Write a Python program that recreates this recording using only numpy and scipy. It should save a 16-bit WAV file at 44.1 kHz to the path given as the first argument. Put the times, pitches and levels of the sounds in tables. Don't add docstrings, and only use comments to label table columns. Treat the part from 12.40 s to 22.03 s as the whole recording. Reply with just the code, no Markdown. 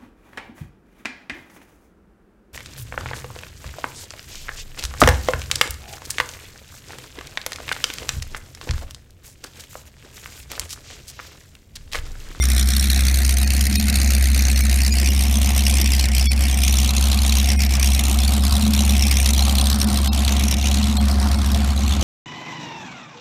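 import sys
import numpy as np
from scipy import signal
from scipy.fft import rfft, irfft, next_fast_len
from scipy.io import wavfile
from scipy.ndimage import uniform_filter1d, map_coordinates

SR = 44100
rng = np.random.default_rng(int(sys.argv[2]) if len(sys.argv) > 2 else 0)


def store_wav(level_fs):
    pcm = np.round(np.clip(np.atleast_2d(level_fs), -1, 1) * 32767)
    wavfile.write(sys.argv[1], SR, pcm.T.astype(np.int16))


def boost_factor(decibels):
    exponent = np.asarray(decibels, float) / 20
    return 10 ** exponent


N = 424683

# t/s, level/dB
MISFIRES = [(0.071, -8), (0.243, -7), (0.486, -3), (0.955, -8), (1.091, -9.5), (1.284, -12), (1.514, -14),
            (3.43, -9), (3.672, -14), (3.703, -17), (3.948, -15), (4.159, -11), (4.521, -21), (4.76, -5.5),
            (5.147, -9), (5.279, -12), (5.383, -15), (5.624, -15), (5.995, -5), (6.293, -10.5),
            (6.757, -3.5), (6.919, -13), (7.14, -12), (7.228, -6), (7.372, -16), (7.458, -17), (7.703, -15),
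            (8.155, -27), (9.349, -10), (9.58, -12)]
USUAL_HZ = 66.53


def unit(x):
    return x / np.sqrt(np.mean(x ** 2) + 1e-20)


def along(points, hz):
    f, v = np.transpose(points)
    return np.interp(np.log(hz + 1), np.log(f + 1), v)


def curves(rows):
    s, *cols = np.transpose(rows)
    return [np.interp(np.arange(N) / SR, s, c) for c in cols]


def bumps(events, width_s):
    t = np.arange(0, N, 64) / SR
    s, height = np.transpose(events)
    bells = np.exp(-.5 * ((t - s[:, None]) / width_s) ** 2)
    return np.interp(np.arange(N) / SR, t, height @ bells)


def wobble(rate, size=N):
    knots = rng.standard_normal(int(N * rate / SR) + 4)
    return map_coordinates(knots, [np.arange(size) * rate / SR * N / size])


def coloured(x, spectrum):
    m = next_fast_len(N + 8192)
    response = boost_factor(along(spectrum, np.fft.rfftfreq(m, 1 / SR)))
    return irfft(rfft(x, m) * response, m)[:N]


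def patchy(spectrum, patchy_db):
    z = signal.stft(rng.standard_normal(N), nperseg=512)[2]
    field = uniform_filter1d(rng.standard_normal(z.shape), size=4, axis=0)
    field = uniform_filter1d(field, size=3, axis=1)
    noise = signal.istft(z * boost_factor(patchy_db * unit(field)), nperseg=512)[1][:N]
    return unit(coloured(noise, spectrum))


def surging():
    # t/s, firing rate gained f/Hz
    surges = [(0.45, 1.544), (0.97, -1.183), (1.41, 3.82), (1.61, 0.727), (2.23, -0.612), (2.73, 0.451),
              (3.51, -1.03), (3.73, -2.713), (4.95, -1.619), (5.37, -2.687), (5.55, -2.156), (5.75, -3.053),
              (6.27, 2.866), (6.83, -1.737), (7.45, 2.351), (7.63, 0.483), (8.45, 1.991), (9.15, 0.638)]
    return bumps(surges, width_s=.08)


def speed():
    # t/s, f/Hz
    slow_rate = [(0.0, 63.519), (1.07, 67.374), (2.14, 65.694), (3.21, 67.935), (4.28, 65.891),
                 (5.35, 69.294), (6.42, 68.96), (7.49, 68.009), (8.56, 69.397), (9.63, 68.669)]
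    return curves(slow_rate)[0] + surging()


def firings():
    return -.513 + np.cumsum(speed()) / SR


def pipe_ring(count, paths, ring_hz, width_hz):
    scatter_db, scatter_ms = 2, .28
    number = np.arange(int(count[-1]))
    chance = rng.standard_normal((len(number), 2))
    size_db, late_ms = np.array(paths)[number % 8].T
    at = np.interp(number, count, np.arange(N))
    at = at + (late_ms + scatter_ms * chance[:, 0]) * SR / 1000
    m = next_fast_len(N + 8192)
    blow_size = boost_factor(size_db + scatter_db * chance[:, 1])
    blows = np.bincount(np.clip(at, 0, N).astype(int), blow_size, m)
    f = np.fft.rfftfreq(m, 1 / SR)

    def column(width):
        return 1j * f * width / (ring_hz ** 2 - f * f + 1j * f * width)

    return unit(irfft(rfft(blows) * column(width_hz) * column(ring_hz / 3) ** 2, m)[:N])


def firing_thump(count):
    # t/s, level/dB
    load = [(0, -14), (1.1, -15), (1.75, -14), (2.1, -14.5), (2.85, -15), (3.05, -15.5), (3.5, -14.5),
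            (3.9, -14.5), (5.1, -15), (5.4, -13.5), (5.6, -15.5), (6.6, -14.5), (7.1, -14.5), (8.0, -16.5),
            (8.17, -17), (8.3, -15.5), (9.5, -16.5), (9.63, -17)]
    unloaded_db_per_hz = 1.15
    sag, sag_s = 0.097, 0.044
    racing = np.clip(surging(), 0, None)
    thump_db = curves(load)[0] - unloaded_db_per_hz * racing + sag * bumps(MISFIRES, sag_s)
    return np.sqrt(2) * boost_factor(thump_db + 0.13 * wobble(9)) * np.cos(2 * np.pi * count)


def cycle_drone(count, hz):
    banks_db = [8.5, -6, -6, -6, 1, 2, -3.5, 1]
    # f/Hz, level/dB
    pipe = [(30, -47), (60, 8), (110, -7.5), (160, -0.5), (190, -3), (213, 8.5), (235, -11), (300, -12.5),
            (420, -39.5), (600, -42)]
    step = 16
    coarse = np.zeros(len(count[::step]))
    for order in range(3, 56):
        if order == 8 or 10 < order < 19 or 20 < order < 29:
            continue
        level_db = banks_db[order % 8] + along(pipe, hz[::step] * order / 8)
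        level_db = level_db + 1.5 * wobble(5, size=len(coarse))
        turn = rng.random() if order % 8 else (order - 8) / 32
        coarse += boost_factor(level_db) * np.cos(2 * np.pi * (count[::step] * order / 8 + turn))
    return unit(signal.resample_poly(coarse, step, 1)[:N])


def exhaust_tone():
    # blow level/dB, delay/ms
    headers = [(-4, 4.4), (-4, 1.9), (-1, 2.7), (0, 3.2), (-1, 1.85), (-9, 1.6), (-2, 3.1), (0, 2.55)]
    # blow level/dB, delay/ms
    collector = [(-8, 5.9), (-4, 1.9), (-2, 1.1), (-6, 5.4), (0, 2.0), (-14, 0.3), (-12, .6), (0, 1.7)]
    # f/Hz, level/dB per Hz
    rumble = [(15, -20), (32, -11), (50, -10), (62, -1), (90, -2), (150, -26), (210, -4), (300, -20.5),
              (450, -51.5)]
    count, hz, t = firings(), speed(), np.arange(N) / SR
    racing_hz = hz - USUAL_HZ
    rings = boost_factor(-2.5 + 0.98 * racing_hz) * pipe_ring(count, headers, ring_hz=213, width_hz=16)
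    rings += boost_factor(-8.5) * pipe_ring(count, collector, ring_hz=121.9, width_hz=37)
    drone_db = -28 + 0.5 * racing_hz + 0.03 * t
    drone = boost_factor(drone_db - 10) * cycle_drone(count, hz)
    low_noise = boost_factor(drone_db - 4.5 + 0.82 * wobble(7)) * patchy(rumble, patchy_db=0.5)
    return firing_thump(count) + drone + boost_factor(drone_db) * rings + low_noise


def puff_sizes(index, chance):
    cylinder_db = [-1.5, 0.5, 0.5, 1.5, 0.5, -2, -2, -1.5]
    scatter_db = [2.9, 3.4, 1, 0.69, 1.44, 0.34, 2.1, 4.4]
    barks_s = [.503, .744, .895, .972, 2.298, 3.596, 4.28, 4.568, 4.927, 5.398, 5.431, 5.594, 5.638, 5.88,
               6.337, 6.712, 6.772, 6.86, 6.89, 7.301, 7.923, 7.996, 8.04, 8.083, 8.112, 8.315, 8.57, 8.684,
               8.915, 9.146]
    bark_db, lean_db = 4, -4
    cylinder = (np.arange(len(chance)) - 1) % 8
    scatter = np.take(scatter_db, cylinder) * np.clip(chance, -1.3, 1.3)
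    size_db = np.take(cylinder_db, cylinder) + scatter
    size_db[index[(np.array(barks_s) * SR).astype(int)] - 1] += lean_db
    for s, db in list(MISFIRES) + [(s, bark_db) for s in barks_s]:
        k = index[round(s * SR)]
        size_db[k] = cylinder_db[cylinder[k]] + 1.37 * db
    return size_db


def gas_puffs():
    # f/Hz, level/dB per Hz
    gas = [(530, -17.5), (900, -17.5), (1530, -13.5), (2400, -3.5), (3020, -5), (4150, 1), (4910, -3),
           (5610, 1.5), (7690, -6.5), (9010, -0.5), (10300, -7.5), (11300, -5), (14600, -12.5),
           (15500, -16), (16300, -54)]
    # f/Hz, level/dB
    duller = [(600, -31), (1200, -0.5), (2300, -5.5), (4000, -11.5), (8000, -16), (15000, -19)]
    # t/s, level/dB
    aim = [(0, -27), (1, -29), (1.4, -27.5), (3, -28.5), (3.6, -24.5), (4, -28), (5, -24.5), (5.65, -29),
           (6, -28.5), (6.9, -26.5), (7.3, -29.5), (7.9, -31), (8.3, -27.5), (8.6, -33), (9.3, -36),
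           (9.63, -32)]
    # t/s, share
    turned = [
        (0, 0.025),
        (4, .15),
        (7.3, 0.21),
        (8, 0.6),
        (9.63, 1),
    ]
    count = firings()
    index = np.floor(count + .25).astype(int) + 1
    chance = rng.standard_normal((index.max() + 1, 3))
    size = boost_factor(puff_sizes(index, chance[:, 0])[index])
    age = count + 0.29 - index + 1 - .16 - 0.022 * chance[index, 1]
    rise = np.clip(age, 0, None) / (0.16 * np.exp(0.16 * chance[index, 2]))
    burst = rise ** 2 * np.exp(2 - 2 * rise)
    tail = uniform_filter1d(size, size=300)
    hiss = unit(coloured(patchy(gas, patchy_db=5), duller))
    puffs = size * burst * patchy(gas, patchy_db=4.5) + 0.18 * tail * hiss
    puffs_db = curves(aim)[0]
    treble_db = 2 - 15 * curves(turned)[0] - 0.93 * (puffs_db - puffs_db[0])
    treble = coloured(puffs, [(5500, -46), (8500, -2)])
    gusts_db = .6 * wobble(3)
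    return boost_factor(puffs_db + 4.5 + gusts_db) * unit(puffs + (boost_factor(0.82 * treble_db) - 1) * treble)


def echo_gap():
    # t/s, gap f/Hz
    pitching = [(.3, 927), (1.2, 1170), (2.2, 1060), (2.5, 1170), (2.95, 1550), (3.6, 1287), (4, 1270),
                (4.7, 1840), (5.25, 1230), (6.1, 2070), (6.7, 1360), (7.4, 2270), (8.15, 1470), (8.8, 2380),
                (9.4, 1790)]
    return curves(pitching)[0]


def wash():
    # f/Hz, level/dB per Hz
    churn = [(150, -47), (260, -6), (378, -11), (460, -19.5), (550, -9), (618, -15), (670, -8), (710, -3),
             (760, -6.5), (872, -11.5), (1130, -8), (1500, -10.5), (2200, -10), (3500, -19.5),
             (7000, -22.5), (15000, -40)]
    hull_db = [0, -1, 3.3, 0, 0.6, 0.6, 2, -2]
    wash_db = -40.5 + 0.33 * np.arange(N) / SR + 0.5 * (echo_gap() / 1000 - 1)
    count = firings()
    drumming = boost_factor(np.interp(count, np.arange(8), hull_db, period=8))
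    throb = drumming * (1 + 0.15 * np.cos(2 * np.pi * (count - .1)))
    return boost_factor(wash_db + 8 + 0.9 * wobble(12)) * unit(throb * patchy(churn, patchy_db=2.5))


def off_water(x, share):
    late = SR / 2 / echo_gap()
    dull = coloured(x, [(1000, -3), (2000, -5.0), (5000, -7.0), (12000, -17.5)])
    echo = map_coordinates(dull, [np.arange(N) - late], order=1)
    return (x + share * echo) / np.sqrt(1 + share ** 2)


def far_engine():
    # t/s, f/Hz, level/dB
    far = [
        (0, 84, -70),
        (8.4, 85, -60),
        (8.65, 84, -30),
        (8.85, 82.5, -28.5),
        (9.1, 83.5, -28.5),
        (9.3, 82, -29.5),
        (9.63, 84, -28),
    ]
    hz, db = curves(far)
    return np.sqrt(2) * boost_factor(db + 0.73 * wobble(2.6)) * np.sin(2 * np.pi * np.cumsum(hz) / SR)


def scene():
    over_water = off_water(gas_puffs() + wash(), share=0.85)
    return (exhaust_tone() + over_water + far_engine())[None]


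def dropouts(x):
    # t/s, length/s, lowest lost f/Hz, loss level/dB, main surviving line f/Hz
    losses = [(0.014, 0.014, 705, -17, 2110), (1.056, 0.01, 700, -12, 1880), (1.38, 0.02, 500, -14, 3790),
              (2.151, 0.0088, 3000, -10, 5500), (2.225, 0.017, 600, -8, 5370),
              (2.515, 0.027, 500, -9, 6900), (2.705, 0.018, 600, -6.5, 5740),
              (3.889, 0.024, 350, -41, 3390), (4.138, 0.013, 900, -4.5, 2330),
              (5.176, 0.018, 700, -16, 2140), (5.281, 0.0075, 800, -3, 5300), (5.817, .01, 900, -4, 4040),
              (6.015, 0.02, 900, -5, 5450), (6.962, 0.017, 900, -3.5, 3370),
              (7.458, 0.0094, 1700, -7, 4660), (7.703, 0.027, 1190, -32, 3800),
              (8.591, 0.012, 900, -16, 4090), (8.973, 0.02, 900, -6, 5400)]
    surviving_db, clump_hz = 5, 22
    out, t = x.copy(), np.arange(N) / SR
    for s, length, low_hz, loss_db, main_hz in losses:
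        part = slice(max(round((s - .04) * SR), 0), round((s + .04) * SR))
        high = signal.butter(4, [low_hz, 14800], "band", fs=SR, output="sos")
        hole = np.clip((length / 2 - np.abs(t[part] - s)) / 0.012 + 1, 0, 1)
        lost = rfft(np.sin(np.pi / 2 * hole) ** 2 * signal.sosfiltfilt(high, x[part]))
        size = np.abs(lost)
        hz = np.fft.rfftfreq(len(hole), 1 / SR)
        peaks = signal.find_peaks(size, distance=60)[0]
        peaks = peaks[hz[peaks] > 2000]
        strongest = hz[peaks[np.argsort(size[peaks])[-3:]]]
        centres = np.append(strongest, main_hz)
        clumps = np.exp(-.5 * ((hz - centres[:, None]) / clump_hz) ** 2)
        level = size[peaks].max() / np.maximum(size, 1e-9)
        kept = boost_factor(surviving_db) * (1.1 * clumps[:-1].sum(axis=0) + level * clumps[-1])
        out[part] -= (1 - boost_factor(loss_db)) * irfft(lost * (1 - kept), len(hole))
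    return out


def roll_off(x):
    return signal.sosfilt(signal.butter(12, 16460, fs=SR, output="sos"), x)


def record(dry):
    rounded = dry[0] / (1 + np.abs(dry[0] / .8) ** 4) ** (1 / 4)
    limited = coloured(dropouts(rounded), [(15300, -0.5), (15800, -8), (16300, -30), (16500, -80)])
    return roll_off(limited[None])


dry = scene()
out = record(dry)
store_wav(out)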